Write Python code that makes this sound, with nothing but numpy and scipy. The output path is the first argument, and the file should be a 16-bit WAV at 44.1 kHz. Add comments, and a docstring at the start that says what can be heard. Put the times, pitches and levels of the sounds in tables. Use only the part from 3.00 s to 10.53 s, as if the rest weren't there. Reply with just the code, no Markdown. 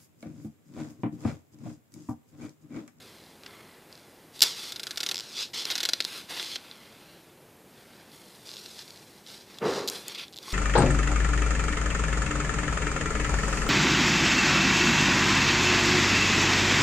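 """At a wooden table in a quiet, humming room, a hand lifts the stiff pages of a wire-bound booklet.
Fingers brush the paper, and page edges tick as they catch and let go; one snaps loudly off the thumb.
The sheets rasp as they slip in jerks, and hiss as they slide over each other. Near the end the
booklet is nudged once with a low scuff, and a fingernail knocks on it."""
import sys
import numpy as np
from scipy import signal
from scipy.fft import irfft
from scipy.io import wavfile

SR = 44100
rng = np.random.default_rng(int(sys.argv[2]) if len(sys.argv) > 2 else 0)


def master_out(mix):
    """Clip the mix to full scale and print it as 16-bit PCM to the path in sys.argv[1]."""
    frames = np.transpose(np.atleast_2d(mix))
    ceiling = np.clip(frames, -1, 1)
    pcm = np.round(ceiling * 32767).astype(np.int16)
    wavfile.write(sys.argv[1], SR, pcm)


N = 332073

# The tone of each sound. 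Each row: frequency in Hz, relative level in dB.
ROOM_SPECTRUM = [(15, -63.5), (25, -26.5), (145, -6), (267, -7.5), (358, -6.5), (388, -9.5), (420, -9.5),
                 (610, -11.5), (661, -13.5), (818, -12.5), (1100, -19), (1190, -19), (1970, -20),
                 (5710, -27.5), (14500, -27)]
HISS_SPECTRUM = [(1200, -33.5), (2300, -11), (3500, 1.5), (4900, 0), (6000, -6), (7500, -13),
                 (10000, -28.5)]
FLEX_SPECTRUM = [(120, -25.5), (400, 4.5), (800, -6), (1400, -0.5), (2200, -3), (3200, -17.5), (5000, -37)]
FIZZ_SPECTRUM = [(5000, -25), (8000, -7.5), (10000, -4), (12000, -9.5), (14500, -11)]
TICK_SPECTRUM = [(100, -35.5), (400, -14), (900, -19.5), (2200, -17.5), (3000, -9), (3700, -5), (5000, -7),
                 (6200, -11.5), (7500, -12), (8500, -18), (11000, -18.5), (14500, -21.5), (16000, -39)]
RASP_SPECTRUM = [(100, -38), (350, -10.5), (800, -10.5), (1000, -25), (1400, -6), (2400, -8.5), (3700, 2.5),
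                 (5200, -3), (6500, -8), (8200, -17.5), (14300, -22.5), (15500, -44)]
NUDGE_SPECTRUM = [(40, -40), (70, -26), (100, -16), (140, -10.5), (250, -7), (380, -1.5), (480, -4.5),
                  (650, -9), (1000, -11), (1500, -14), (2200, -23), (3200, -28), (5000, -54)]
# Pitches at which things ring: low for the table and room, high for the stiff sheet.
# Each row: frequency in Hz, width in Hz, boost in dB.
LOW_RESONANCES = [(203, 24, 5), (352, 30, 3), (406, 24, 6), (452, 24, 6), (520, 50, 5)]
SHEET_RESONANCES = [(1420, 99, 4.5), (2230, 150, 5.5), (3850, 460, 1.5), (5050, 450, 2), (7380, 410, 3.5)]
# Fingers brush the pages, and pages slide over each other. Each row: start, rise, hold and fade in
# seconds, level in dB, swell during the hold in dB, levels of the flexing sheet and the fizzing edge
# in dB above the hiss, pitch factor of the hiss.
FINGER_BRUSHES = [(0.0, 0.0012, 0.14, 0.6, -55, -3.5, -4.5, -10, 0.98),
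                  (0.38, 0.077, 0.15, 0.65, -62, -0.5, 6.5, -6, 0.93),
                  (0.85, 0.078, 0.027, 0.82, -63, -0.5, -1, -8, 1.0),
                  (4.6, 0.18, 0.3, 0.1, -63.5, 1, 1, -10, 0.98),
                  (5.07, 0.06, 0.31, 0.091, -58.5, -2.5, -6, -4, 1.01),
                  (5.42, 0.045, 0.32, 0.1, -49, -2, -12, -11, 1.06),
                  (5.75, 0.045, 0.022, 0.031, -46, 0, -10.5, -14, 1.02),
                  (5.8, 0.05, 0.35, 0.1, -56, -6, -5.5, -8, 1.1),
                  (6.21, 0.082, 0.038, 0.21, -49, 0.5, -10, -12, 1.05),
                  (6.43, 0.073, 0.097, 0.05, -56, -2.5, -1.5, -13, 1.05)]
PAGE_SLIDES = [(1.31, 0.046, 0.058, 0.023, -51, -1, -10, -9, 1.0),
               (1.43, 0.01, 0.029, 0.16, -28.5, -3.5, -12.5, -19, 1.05),
               (1.5, 0.083, 0.12, 0.065, -41.5, -1, -11.5, -13, 1.01),
               (1.7, 0.014, 0.43, 0.04, -59, 6, 2.5, -3, 1),
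               (2.15, 0.056, 0.13, 0.12, -47.5, 0, -10.5, -16, 1.04),
               (2.295, 0.085, 0.054, 0.051, -35, 1.5, -17, -23, 1.007),
               (2.531, 0.005, 0.085, 0.071, -36, 1.5, -14, -21, 1.0),
               (2.65, 0.017, 0.25, 0.5, -39.5, -10.5, -5, -10.5, 0.89),
               (2.99, 0.09, 0.1, 0.12, -43.5, 1, -6.5, -10.5, 0.94),
               (3.275, 0.024, 0.097, 0.096, -40.5, 0, -4.5, -12, 0.94),
               (3.32, 0.088, 0.15, 0.03, -40.5, 0.5, -15, -16.5, 0.98),
               (3.56, 0.022, 0.57, 0.35, -55, -6.5, -2, -11.5, 0.91),
               (6.6, 0.071, 0.11, 0.15, -40.5, 1, -7, -21.5, 1.08),
               (6.87, 0.046, 0.041, 0.2, -45.5, 0, -5.5, -6, 1.0),
               (6.935, 0.02, 0.01, 0.02, -40.5, 0, -16, -17, 1.0),
               (6.98, 0.11, 0.03, 0.076, -44.5, 1, -9.5, -16, 0.91),
               (7.135, 0.015, 0.008, 0.021, -38.5, 0, -16, -26, 0.86),
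               (7.16, 0.025, 0.048, 0.045, -38.5, -4, -11, -21, 0.88),
               (7.34, 0.12, 0.072, 0.05, -49, 10, -6, -11, 1.03)]
# A page edge catches and lets go. Each row: start in seconds, strength in dB, ring in Hz, treble in dB.
EDGE_TICKS = [(0.4349, -23.5, 3480, -14), (0.4638, -21, 2400, -13), (1.393, -17, 3850, 10),
              (1.4064, -4, 3890, 4), (1.419, 2, 3830, 15), (1.4211, 14, 4870, 5.5), (1.4258, -1, 4670, 9),
              (1.429, 6.5, 4400, 10), (1.436, 4, 4070, 11), (1.7228, -13, 4200, 10), (1.9593, -19, 3930, 0),
              (2.6534, -4, 5300, -3), (2.7108, -10, 3710, 13), (2.8528, -2.5, 4200, -4),
              (2.934, 4.5, 5000, -7), (3.0036, 1.5, 3900, -12), (3.0231, -12, 3700, 2),
              (3.043, -13, 4410, 2), (3.0495, -2.5, 3820, -6), (3.4278, -11, 2830, -1),
              (3.5595, -14, 3800, 3), (3.7127, -17.5, 3560, -27), (5.4913, -17.5, 4300, -3),
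              (5.568, -17.5, 3620, -4), (5.66, -17.5, 3680, -6), (5.9056, -20.5, 4400, -8),
              (6.5855, -17.5, 3480, -4.5), (6.8989, -7.5, 5360, 12), (7.0817, -10.5, 7000, 16),
              (7.2815, -23.5, 3660, 0), (7.429, -23, 4600, 7)]
# A pulled sheet slips in jerks. Each row: list of jerk times in seconds, first level in dB,
# level change in dB per second, length of a jerk in seconds, treble in dB.
SHEET_PULLS = [([0.462], -42, 0, 0.0055, -14), ([1.4185, 1.429], -19.5, -250, 0.009, 4),
               ([1.721, 1.76, 1.796, 1.832, 1.8687, 1.9085], -36, 18, 0.0092, 4.8),
               ([1.9736, 2.004, 2.0316, 2.063, 2.0887, 2.1131], -28.7, 10, 0.0095, 4.3), ([2.702, 2.7145],
               -28.5, 0, 0.013, -2), ([2.7542, 2.7791], -27, -130, 0.0105, 3),
               ([2.804, 2.831, 2.8526, 2.8887], -27.8, 40, 0.01, 3.5), ([2.9335, 3.0035],
               -29.5, 40, 0.009, -1), ([3.3965, 3.5575], -30.5, -3, 0.008, -12)]
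# The edge skips along in quick ticks. Each row: start in seconds, number of ticks, first gap in seconds,
# factor from gap to gap, first strength in dB, change per tick in dB, ring in Hz, treble in dB.
EDGE_SKIPS = [(0.9265, 4, 0.027, 0.85, -23.5, -3.5, 4700, -4),
              (2.144, 7, 0.0128, 0.915, -6.5, -1.0, 5300, -6),
              (6.2645, 4, 0.0085, 1.4, -23.5, -0.3, 4000, -10), (6.876, 4, 0.0045, 0.86, -7.5, 1, 3850, 6),
              (7.326, 4, 0.0052, 1.07, -27.5, 1.5, 3640, -1), (7.3606, 4, 0.0067, 1.26, -21.5, 2, 3600, 3)]
# The booklet shifts. One row: start, rise, hold and fade in seconds, level in dB, swell in dB.
BOOKLET_NUDGE = (6.598, 0.032, 0.09, 0.25, -26.3, -1.5)
# A fingernail knocks. One row: start in seconds, level in dB, pitch in Hz, seconds to fade by 60 dB.
NAIL_KNOCK = (7.481, -36, 1090, .05)


def amp(db):
    """Turns decibels into a factor to multiply by."""
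    return 10 ** (np.asarray(db) / 20)


def unit(x):
    """Scales a signal to an average power of one."""
    return x / np.sqrt(np.mean(x ** 2) + 1e-20)


def level_at(spectrum, hz):
    """Reads the level in dB between the rows of a spectrum."""
    freqs, db = np.transpose(spectrum)
    return np.interp(np.log(hz + 1), np.log(freqs + 1), db)


def boost(resonances, hz):
    """The lift in dB that resonances give to a spectrum."""
    return sum(db / (1 + (2 * (hz - centre) / width) ** 2) for centre, width, db in resonances)


def add(mix, start, sound):
    """Mixes a sound in at a time in seconds."""
    part = mix[max(round(start * SR), 0):][:len(sound)]
    part += sound[:len(part)]


def drift(rate_hz):
    """A curve that wanders at random."""
    points = rng.standard_normal(4096)
    return unit(np.interp(np.arange(N) * 2 * rate_hz / SR, np.arange(len(points)), points))


def shape_noise(noise, spectrum, hollow=0, pitch=1, top_hz=14750):
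    """Gives noise its tone; hollow sets how much the low resonances come through."""
    hz = np.fft.rfftfreq(8192, 1 / SR)
    gain = amp(level_at(spectrum, hz / pitch) + hollow * boost(LOW_RESONANCES, hz)) * (hz < top_hz)
    return unit(signal.oaconvolve(noise, np.fft.fftshift(irfft(gain)), "same"))


def sheet_ring(spectrum, treble_db, body_db=0, ring_hz=4400, ring_db=8.5, width_hz=1100, travel_s=.0008):
    """How the sheet and its edge ring after one sharp push."""
    hz = np.fft.rfftfreq(1024, 1 / SR)
    tilt_db = treble_db / (1 + (7000 / (hz + 1)) ** 6) + body_db / (1 + (hz / 3000) ** 12)
    db = level_at(spectrum, hz) + tilt_db + boost([*SHEET_RESONANCES, (ring_hz, width_hz, ring_db)], hz)
    log_gain = np.log(amp(np.r_[db, db[-2:0:-1]]))
    response = np.exp(np.conj(signal.hilbert(log_gain)))[:len(hz)]  # rings only after the push
    # High bending waves run faster, so the treble arrives first.
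    spread = np.exp(-4j * np.pi * travel_s * np.sqrt(ring_hz * hz))
    return irfft(response * spread)[:512]


def hand_stroke(rise, hold, fade, db, swell_db):
    """The hand speeds up, presses on, then eases off by 20 dB in each fade time."""
    t = np.arange(0, rise + hold + 2 * fade, 1 / SR)
    press_db = swell_db * np.clip((t - rise) / hold, 0, 1)
    fade_db = 20 * np.maximum(t - rise - hold, 0) / fade
    return np.minimum(t / rise, 1) ** 2 * amp(db + press_db - fade_db)


def room_hum(db=-54.67):
    """The steady low noise of the room, with a faint hiss."""
    return amp(db) * shape_noise(rng.standard_normal(N), ROOM_SPECTRUM, hollow=.3)


def friction(grain_db, slips_per_s=9000, smooth=.9):
    """Countless paper fibres make tiny, uneven slips over a smooth hiss."""
    sizes = amp(grain_db * np.minimum(rng.exponential(1, N), 4))
    slips = sizes * rng.choice([-1, 1], N) * (rng.random(N) < slips_per_s / SR)
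    return unit(unit(slips) + smooth * rng.standard_normal(N))


def page_bounce(sound, share=0.33, delay_s=0.00091, sway=.15):
    """The page below throws the sound back; the gap sways, so the hollow tone shifts."""
    now = np.arange(N)
    delay = SR * delay_s * np.exp(sway * drift(3))
    return unit(sound + share * np.interp(now - delay, now, sound))


def fibre_crackle(per_s=35, spread_db=4.0):
    """Now and then a fibre catches and lets go with a tiny tick."""
    sizes = amp(spread_db * np.minimum(rng.exponential(1, N), 3))
    clicks = sizes * (rng.random(N) < per_s / SR)
    return unit(signal.oaconvolve(clicks, sheet_ring(TICK_SPECTRUM, treble_db=-4))[:N])


def paper_rubbing(strokes, grain_db, judder_db, crackle_db):
    """Under a juddering hand, friction makes the paper hiss, the sheet flex and its edge fizz."""
    rub = page_bounce(friction(grain_db)) * amp(judder_db * drift(110))
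    flex, fizz = shape_noise(rub, FLEX_SPECTRUM), shape_noise(rub, FIZZ_SPECTRUM)
    crackle = amp(crackle_db) * fibre_crackle()
    out = np.zeros(N)
    for start, *movement, flex_db, fizz_db, pitch in strokes:
        speed = hand_stroke(*movement)
        patch = (rng.integers(N) + np.arange(len(speed))) % N  # each stroke rubs its own bit of paper
        hiss = shape_noise(rub[patch], HISS_SPECTRUM, pitch=pitch)
        paper = hiss + crackle[patch] + amp(flex_db) * flex[patch] + amp(fizz_db) * fizz[patch]
        add(out, start, speed * paper)
    return out


def edge_ticks(flutter=0.17, flutter_s=0.00092, linger=0.16, bend=0.14, usual_db=-7):
    """An edge lets go and flutters briefly; a hard snap lingers and bends more of the sheet."""
    out, t = np.zeros(N), np.arange(400) / SR
    for start, db, hz, treble_db in [*EDGE_TICKS, *edge_skips()]:
        force_db = db - usual_db
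        decay_s = flutter_s * amp(linger * force_db)
        push = (t == 0) + flutter * rng.standard_normal(len(t)) * np.exp(-t / decay_s)
        sheet = sheet_ring(TICK_SPECTRUM, treble_db, bend * force_db, hz, width_hz=1300, travel_s=.000608)
        tick = np.convolve(push, sheet)
        add(out, start, amp(db) * tick / np.linalg.norm(tick))
    return out


def sheet_rasps(click=8.5, body_db=-0.7, chatter_hz=260, chatter=0.45, fade_db=6, scatter=0.25):
    """The sheet breaks loose with a click, chatters through a few quick scrapes, then sticks again."""
    out, t = np.zeros(N), np.arange(1500) / SR
    for times, first_db, db_per_s, length, treble_db in SHEET_PULLS:
        fade = amp(-fade_db * t / length) / (1 + (t / length) ** 10)
        for start in times:
            noise = rng.standard_normal(len(t))
            hz = 4900 * np.exp(scatter * noise[-2])  # each jerk catches at another spot of the edge
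            sheet = sheet_ring(RASP_SPECTRUM, treble_db, body_db, hz, ring_db=2.5, travel_s=.000406)
            scrape_hz = chatter_hz * (1 + 0.13 * noise[-1])
            scrapes = np.exp(chatter * np.cos(2 * np.pi * scrape_hz * t))
            rasp = np.convolve(noise * scrapes * fade + click * (t == 0), sheet)
            db = first_db + db_per_s * (start - times[0])
            add(out, start, amp(db) * rasp / np.linalg.norm(rasp) * np.sqrt(length * SR))
    return out


def edge_skips():
    """Lists the ticks of a skipping edge; gap and strength change from each to the next."""
    for start, count, gap, gap_factor, db, step_db, hz, treble_db in EDGE_SKIPS:
        for k in range(round(count)):
            yield start, db + k * step_db, hz, treble_db
            start += gap * gap_factor ** k


def booklet_nudge(lumps_db=1.1):
    """The booklet's low, lumpy scuff makes the table ring."""
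    out = np.zeros(N)
    start, *movement = BOOKLET_NUDGE
    speed = hand_stroke(*movement)
    scuff = rng.standard_normal(len(speed)) * amp(lumps_db * drift(90)[:len(speed)])
    add(out, start, speed * shape_noise(scuff, NUDGE_SPECTRUM, hollow=0.93))
    return out


def nail_knock():
    """Struck by a fingernail, the stack of pages rings with one short tone."""
    start, db, hz, fade_s = NAIL_KNOCK
    age = np.maximum(np.arange(N) / SR - start, 0)
    return amp(db - 60 * age / fade_s) * np.sin(2 * np.pi * hz * age)


def echoes(sound, db, fade_s):
    """Scattered reflections that die away by 60 dB in fade_s."""
    t = np.arange(SR // 2) / SR
    tail = rng.standard_normal(len(t)) * amp(-60 * t / fade_s) * (t > .001)
    return amp(db) * signal.fftconvolve(sound, tail / np.linalg.norm(tail))[:N]


def scene():
    """All sounds lie straight ahead, alike in both channels."""
    pages = edge_ticks() + sheet_rasps() + nail_knock()
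    pages += paper_rubbing(PAGE_SLIDES, grain_db=4.0, judder_db=1.1, crackle_db=-14.5)
    pages += paper_rubbing(FINGER_BRUSHES, grain_db=2.5, judder_db=1.4, crackle_db=-7)
    table = echoes(pages, db=-14, fade_s=0.027)
    walls = echoes(pages, db=-16, fade_s=0.29)
    return np.tile(pages + table + walls + booklet_nudge() + room_hum(), (2, 1))


def record(dry):
    """The loudest snap overloads and is flattened; then the highest treble is cut."""
    low_pass = signal.firwin(255, cutoff=15900, window=("kaiser", 9), fs=SR)
    return signal.oaconvolve(np.clip(dry, -1, 1), low_pass[None], "same", axes=1)


dry = scene()
out = record(dry)
master_out(out)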